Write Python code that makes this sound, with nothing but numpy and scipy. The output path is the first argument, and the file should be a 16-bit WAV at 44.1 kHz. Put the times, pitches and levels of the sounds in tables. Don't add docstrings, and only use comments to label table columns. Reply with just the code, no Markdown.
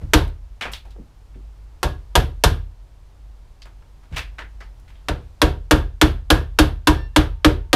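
import sys
import numpy as np
from scipy import signal
from scipy.fft import rfft, irfft
from scipy.io import wavfile

SR = 44100
rng = np.random.default_rng(int(sys.argv[2]) if len(sys.argv) > 2 else 0)


def log_audio(samples):
    frames = np.atleast_2d(samples).T
    limited = np.clip(frames, -1, 1)
    pcm = np.round(limited * 32767).astype(np.int16)
    wavfile.write(sys.argv[1], SR, pcm)


N = 341775

# (start_s, crack_db, board_db, treble_db, chisel_ring_db, favoured_pitch_hz set by the grip)
HAMMER_BLOWS = [(0.135, -4, -13.5, -3.5, -41.5, 900), (1.83, -15, -38.5, -2.5, -36, 1160),
                (2.154, -5.5, -33.5, -2, -38.5, 1000), (2.438, -4.5, -32.5, 0.5, -38, 1500),
                (5.085, -19, -36, -11.5, -41.5, 710), (5.417, -7, -16.5, -6.5, -36.5, 912),
                (5.71, -5, -11.5, -5, -35, 1720), (6.014, -4.5, -10, -5, -41, 3500),
                (6.303, -4.5, -13.5, -4.5, -41, 1660), (6.588, -4, -8.5, -3, -43.5, 1660),
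                (6.872, -5, -11.5, -4.5, -36, 1660), (7.162, -5, -10.5, -6, -47, 3500),
                (7.446, -4.5, -8, -8, -39.5, 600), (7.73, -4.5, -19, -5.5, -36.5, 600)]
# (pitch_hz, level_db per Hz)
CRACK_COLOUR = [(90, -21.5), (150, -12.5), (330, -3), (600, -8), (1500, -10), (2200, -17.5), (3500, -14.5),
                (5000, -21.5), (8000, -28.5), (12000, -30), (14800, -40), (16000, -58.5)]
# (pitch_hz, relative_level_db, time_to_fall_60_db_s, rise_s, delay_s)
BOARD_MODES = [(307.2, 4.5, 0.14, 0.012, 0.0019), (333, -18.5, 0.2, 0.015, 0.0025),
               (404, -15.5, 0.13, 0.022, 0.0011)]
BENCH_MODES = [(29, -4.5, 0.076, 0.03, 0.032), (41, -7.5, 0.78, 0.012, 0.018),
               (47, -13.5, 0.78, 0.015, 0.018), (55.6, 3.5, 0.18, 0.0071, .0195),
               (71.84, -5, 0.54, 0.0075, .0215), (83.2, -13.5, 0.45, 0.013, .02),
               (91, -13.5, 0.41, 0.0082, 0.013), (109.4, -9.5, 0.45, 0.0039, .012),
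               (137, -10, 0.37, .012, 0.0087), (157, -8.5, 0.21, 0.0041, 0.0065)]
THUMP_DB, THUMP_PER_DB = -6, 0.8


def hammer():
    out = np.zeros(N)
    same = rng.standard_normal(SR // 2)
    for start_s, crack_db, board_db, treble_db, ring_db, grip_hz in HAMMER_BLOWS:
        def colour(hz):
            return read(CRACK_COLOUR, hz) + read([(1500, 0.013), (10000, treble_db)], hz)

        noise = .5 * same + 1.1 * rng.standard_normal(SR // 2)
        echoes = burst(noise, colour, early_db=0, early_t60=0.056, rise=0.000052)
        crack = evened(struck(echoes, ring_db, grip_hz, spread_db=1.5), count=500)
        board = shaken(BOARD_MODES, spread=.008)
        thump = gain_of(THUMP_DB + THUMP_PER_DB * crack_db) * shaken(BENCH_MODES, spread=.025)
        add(out, start_s, gain_of(crack_db) * crack + gain_of(board_db) * board - thump)
    return out


# (pitch_hz, level_db, time_to_fall_60_db_s)
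CHISEL_MODES = [(420, -5, .06), (497, -2, .085), (604, -3, .07), (740, -6, .09), (795, -8, .05),
                (953, -3, .11), (1050, -7, .05), (1120, -5, .06), (1250, -7, .04), (1430, -8, .04),
                (1660, 0, .06), (1790, -5, .07), (1900, -6, .035), (2325, -5, .035), (2780, -6, .03),
                (3100, -4, .03), (3380, -5, .045), (3530, -3, .075), (3670, -6, .06), (3750, -7, .03),
                (4150, -6, .025), (4800, -7, .03), (5620, -5, .025)]
GRIP_DB_PER_OCTAVE = 7


def struck(echoes, ring_db, favoured_hz, spread_db):
    chance = rng.standard_normal((len(CHISEL_MODES), 2))
    modes = []
    for (hz, db, t60), (pitch_chance, level_chance) in zip(CHISEL_MODES, chance):
        grip_loss_db = GRIP_DB_PER_OCTAVE * abs(np.log2(hz / favoured_hz))
        level_db = db + spread_db * level_chance - grip_loss_db
        modes.append((hz * (1 + 0.0089 * pitch_chance), level_db, t60, 1e-4, 0))
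    source = gain_of(ring_db) * ring(modes)
    source[0] = 1
    return signal.fftconvolve(echoes, source[:6000])[:SR // 2]


def shaken(modes, spread):
    shift = 1 + spread * rng.standard_normal(len(modes))
    shifted = [(hz * factor, *rest) for (hz, *rest), factor in zip(modes, shift)]
    return evened(ring(shifted), count=2500)


def ring(modes):
    t = np.arange(SR // 2) / SR
    out = np.zeros(len(t))
    for hz, db, t60, rise, delay in modes:
        since_s = np.maximum(t - delay, 0)
        swell = 1 - np.exp(-(since_s / rise) ** 2)
        out += gain_of(db - 60 * since_s / t60) * swell * np.sin(2 * np.pi * hz * since_s)
    return out


# (pitch_hz, time_to_fall_60_db_s)
SHED_ECHO = [(150, 0.39), (400, 0.27), (900, 0.25), (2000, 0.27), (4000, 0.26), (7000, 0.21), (14000, 0.26)]
# (pitch_hz, rise_s)
BASS_BLOOM = [(200, 0.036), (600, 0.0017), (1200, 0.0008), (3000, 0.00012)]
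# (pitch_hz, level_db)
FIRST_BURST = [(300, 7), (800, 0.5), (1600, 9.5), (5000, 12), (14000, 14.5)]


def burst(noise, colour, early_db, early_t60, rise, decay=1, bloom=1):
    hz, t, bands = signal.stft(noise, SR, nperseg=256, noverlap=192)
    echo = gain_of(-60 * t / decay / read(SHED_ECHO, hz)[:, None])
    gather = 1 - np.exp(-(t + 0.003) / bloom / read(BASS_BLOOM, hz)[:, None])
    early = gain_of(early_db + read(FIRST_BURST, hz)[:, None] - 60 * t / early_t60)
    shaped = bands * echo * gather * (1 + early) * gain_of(colour(hz))[:, None]
    x = signal.istft(shaped, SR, nperseg=256, noverlap=192)[1][:len(noise)]
    return x * (1 - np.exp(-np.arange(len(x)) / SR / rise))


# (start_s, level_db, strongest_pitch_hz, fall_above_db per octave, rise_s, echo_length as a factor)
LIGHT_KNOCKS = [(0.277, -48, 8600, 8, .001, .35), (0.61, -23, 2470, 14.5, 0.0011, 0.99),
                (0.653, -27, 1400, 15, 0.00064, 0.76), (.717, -40, 8900, -0.5, 0.0037, 0.7),
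                (.734, -28.5, 3750, 15, 0.0011, 0.78), (0.851, -48, 910, 7.5, .0015, .79),
                (0.905, -54.5, 3930, 10.5, .002, .51), (0.961, -45, 620, 14, 0.0011, .35),
                (.983, -41, 270, 20, 0.0034, 0.55), (1.343, -58.5, 2500, 17.6, .0016, .48),
                (1.355, -41, 277, 23, 0.0033, 0.51), (3.619, -43, 4700, 20, .00087, 0.47),
                (3.653, -47, 1520, 9.5, 0.0015, 0.82), (3.822, -55, 1270, 12.5, .0016, 0.4),
                (4.029, -56, 1520, 8.5, 0.013, .58), (4.124, -45.5, 2320, 12, 0.014, 1.45),
                (4.161, -25, 2600, 11.5, 0.0073, 0.81), (4.383, -31.5, 1970, 14.5, 0.0052, 0.78),
                (4.604, -41.5, 1950, 19, 0.0039, 0.74), (4.603, -51, 4900, 17, .0016, 1.1),
                (4.797, -62, 11060, 1, .001, 0.26), (4.878, -54, 2100, 9.5, .004, 1.1),
                (4.954, -58.5, 3540, 22.5, .0018, .98)]
# (strongest_pitch_hz, fall_below_db per octave)
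FALL_BELOW = [(270, 13), (700, 0), (2500, 3.5), (5000, 5.5), (10000, -6)]
# (start_s, level_db)
LOW_THUDS = [(.012, -26.5), (4.108, -27)]
KNOCK_THUMP_DB = -19.5
THUD_HZ, THUD_RISE_S, THUD_TAP_DB = 131.6, 0.013, -18.5


def knocks():
    out = np.zeros(N)
    bench = evened(ring(BENCH_MODES), count=2500)
    for start_s, level_db, hz, above, rise, decay in LIGHT_KNOCKS:
        knock = tap(hz, read(FALL_BELOW, hz), above, rise, decay)
        add(out, start_s, gain_of(level_db) * (knock - gain_of(KNOCK_THUMP_DB) * bench))
    for start_s, level_db in LOW_THUDS:
        soft_tap = tap(THUD_HZ, below=6, above=8, rise=THUD_RISE_S, decay=.7)
        add(out, start_s, gain_of(level_db) * (gain_of(THUD_TAP_DB) * soft_tap - bench))
    return out


CLATTER_DB, CLATTER_S = 3.5, .002


def tap(centre_hz, below, above, rise, decay):
    def colour(hz):
        octaves = np.log2((hz + 40) / centre_hz)
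        slopes = np.minimum(below * octaves, -above * octaves)
        return slopes + 2.1 * np.exp(-(octaves / 0.13) ** 2)

    edges = np.arange(0, .5 + CLATTER_S, CLATTER_S)
    contacts = rng.standard_normal(len(edges)) * np.exp(-edges / .03)
    lumps = np.interp(np.arange(SR // 2) / SR, edges, contacts)
    noise = rng.standard_normal(SR // 2) * gain_of(CLATTER_DB * lumps)
    echoes = burst(noise, colour, early_db=-8.0, early_t60=0.012, rise=rise, decay=decay, bloom=.3)
    return evened(struck(echoes, -47.0, centre_hz, spread_db=1.4), count=600)


# (start_s, level_db, extra_level_of_lowest_pitch_db)
TOOL_JOLTS = [(5.83, -60, -2), (6.12, -62, -2), (6.38, -51, -12), (6.68, -57, -1), (6.955, -35, -24),
              (7.115, -53, -6), (7.3, -64, 13), (7.55, -64, 13)]
# (pitch_hz, level_db, time_to_fall_60_db_s, share_damped on settling, 0 to 1)
TOOL_MODES = [(905, 0, .9, 0), (1772, 1, .55, .8), (2742, -11, .7, .1), (3548, -16, .6, .8),
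              (3925, -18, .7, .3), (4385, -16, .6, .7), (4950, -28, .9, .5), (5370, -24, .6, 1),
              (5460, -19, .8, 1)]
SETTLE_S = .115


def loose_tool():
    out = np.zeros(N)
    settled_s = np.maximum(np.arange(SR // 2) / SR - SETTLE_S, 0)
    for start_s, level_db, low_db in TOOL_JOLTS:
        for k, (hz, db, t60, damped) in enumerate(TOOL_MODES):
            extra_db = low_db if k == 0 else 0
            mode = ring([(hz, db + extra_db, t60, .025, 0)])
            damping_db = 900 * damped * settled_s
            add(out, start_s, gain_of(level_db - damping_db) * mode)
    return out


# (pitch_hz, relative_level_db per Hz)
BACKGROUND_COLOUR = [(15, -16), (30, -9.5), (40, -9.5), (50, 7.5), (60, -16.5), (80, -12.5), (140, -25),
                     (185, -33.5), (450, -37.5), (900, -38), (1700, -46.5), (5000, -51.5), (15500, -63.5)]
# (time_s, level_db)
BACKGROUND_LEVEL = [(0.0, -37), (7.75, -38.5)]


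def background():
    hz = np.fft.rfftfreq(N, 1 / SR)
    noise = irfft(rfft(rng.standard_normal(N)) * gain_of(read(BACKGROUND_COLOUR, hz)), N)
    level_db = np.interp(np.arange(N) / SR, *np.transpose(BACKGROUND_LEVEL))
    return noise / noise.std() * gain_of(level_db)


def gain_of(db):
    return 10 ** (np.asarray(db) / 20)


def read(points, hz):
    f, value = np.transpose(points)
    return np.interp(np.log(hz + 1), np.log(f + 1), value)


def add(mix, start_s, sound):
    part = mix[round(start_s * SR):][:len(sound)]
    part += sound[:len(part)]


def evened(x, count):
    return x / np.sqrt(np.mean(x[:count] ** 2))


def scene():
    return (hammer() + knocks() + loose_tool() + background())[None]


def record(dry):
    power_db = 10 * np.log10(signal.lfilter([.01], [1, -.99], dry[0] ** 2) + 1e-12)
    fall_db = np.arange(N) * 4.8 / SR
    held_db = np.maximum.accumulate(power_db + fall_db) - fall_db
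    over_db = np.maximum(held_db + 20.0, 0)
    ducked = dry / gain_of(0.2 * over_db)
    clipped = ducked / (1 + (ducked / .93) ** 4) ** .25
    dulled = signal.sosfilt(signal.butter(10, 15000, fs=SR, output="sos"), clipped)
    band_limit = signal.firwin(511, 16400, window=("kaiser", 9), fs=SR)
    return signal.oaconvolve(dulled, band_limit[None], "same")


dry = scene()
out = record(dry)
log_audio(out)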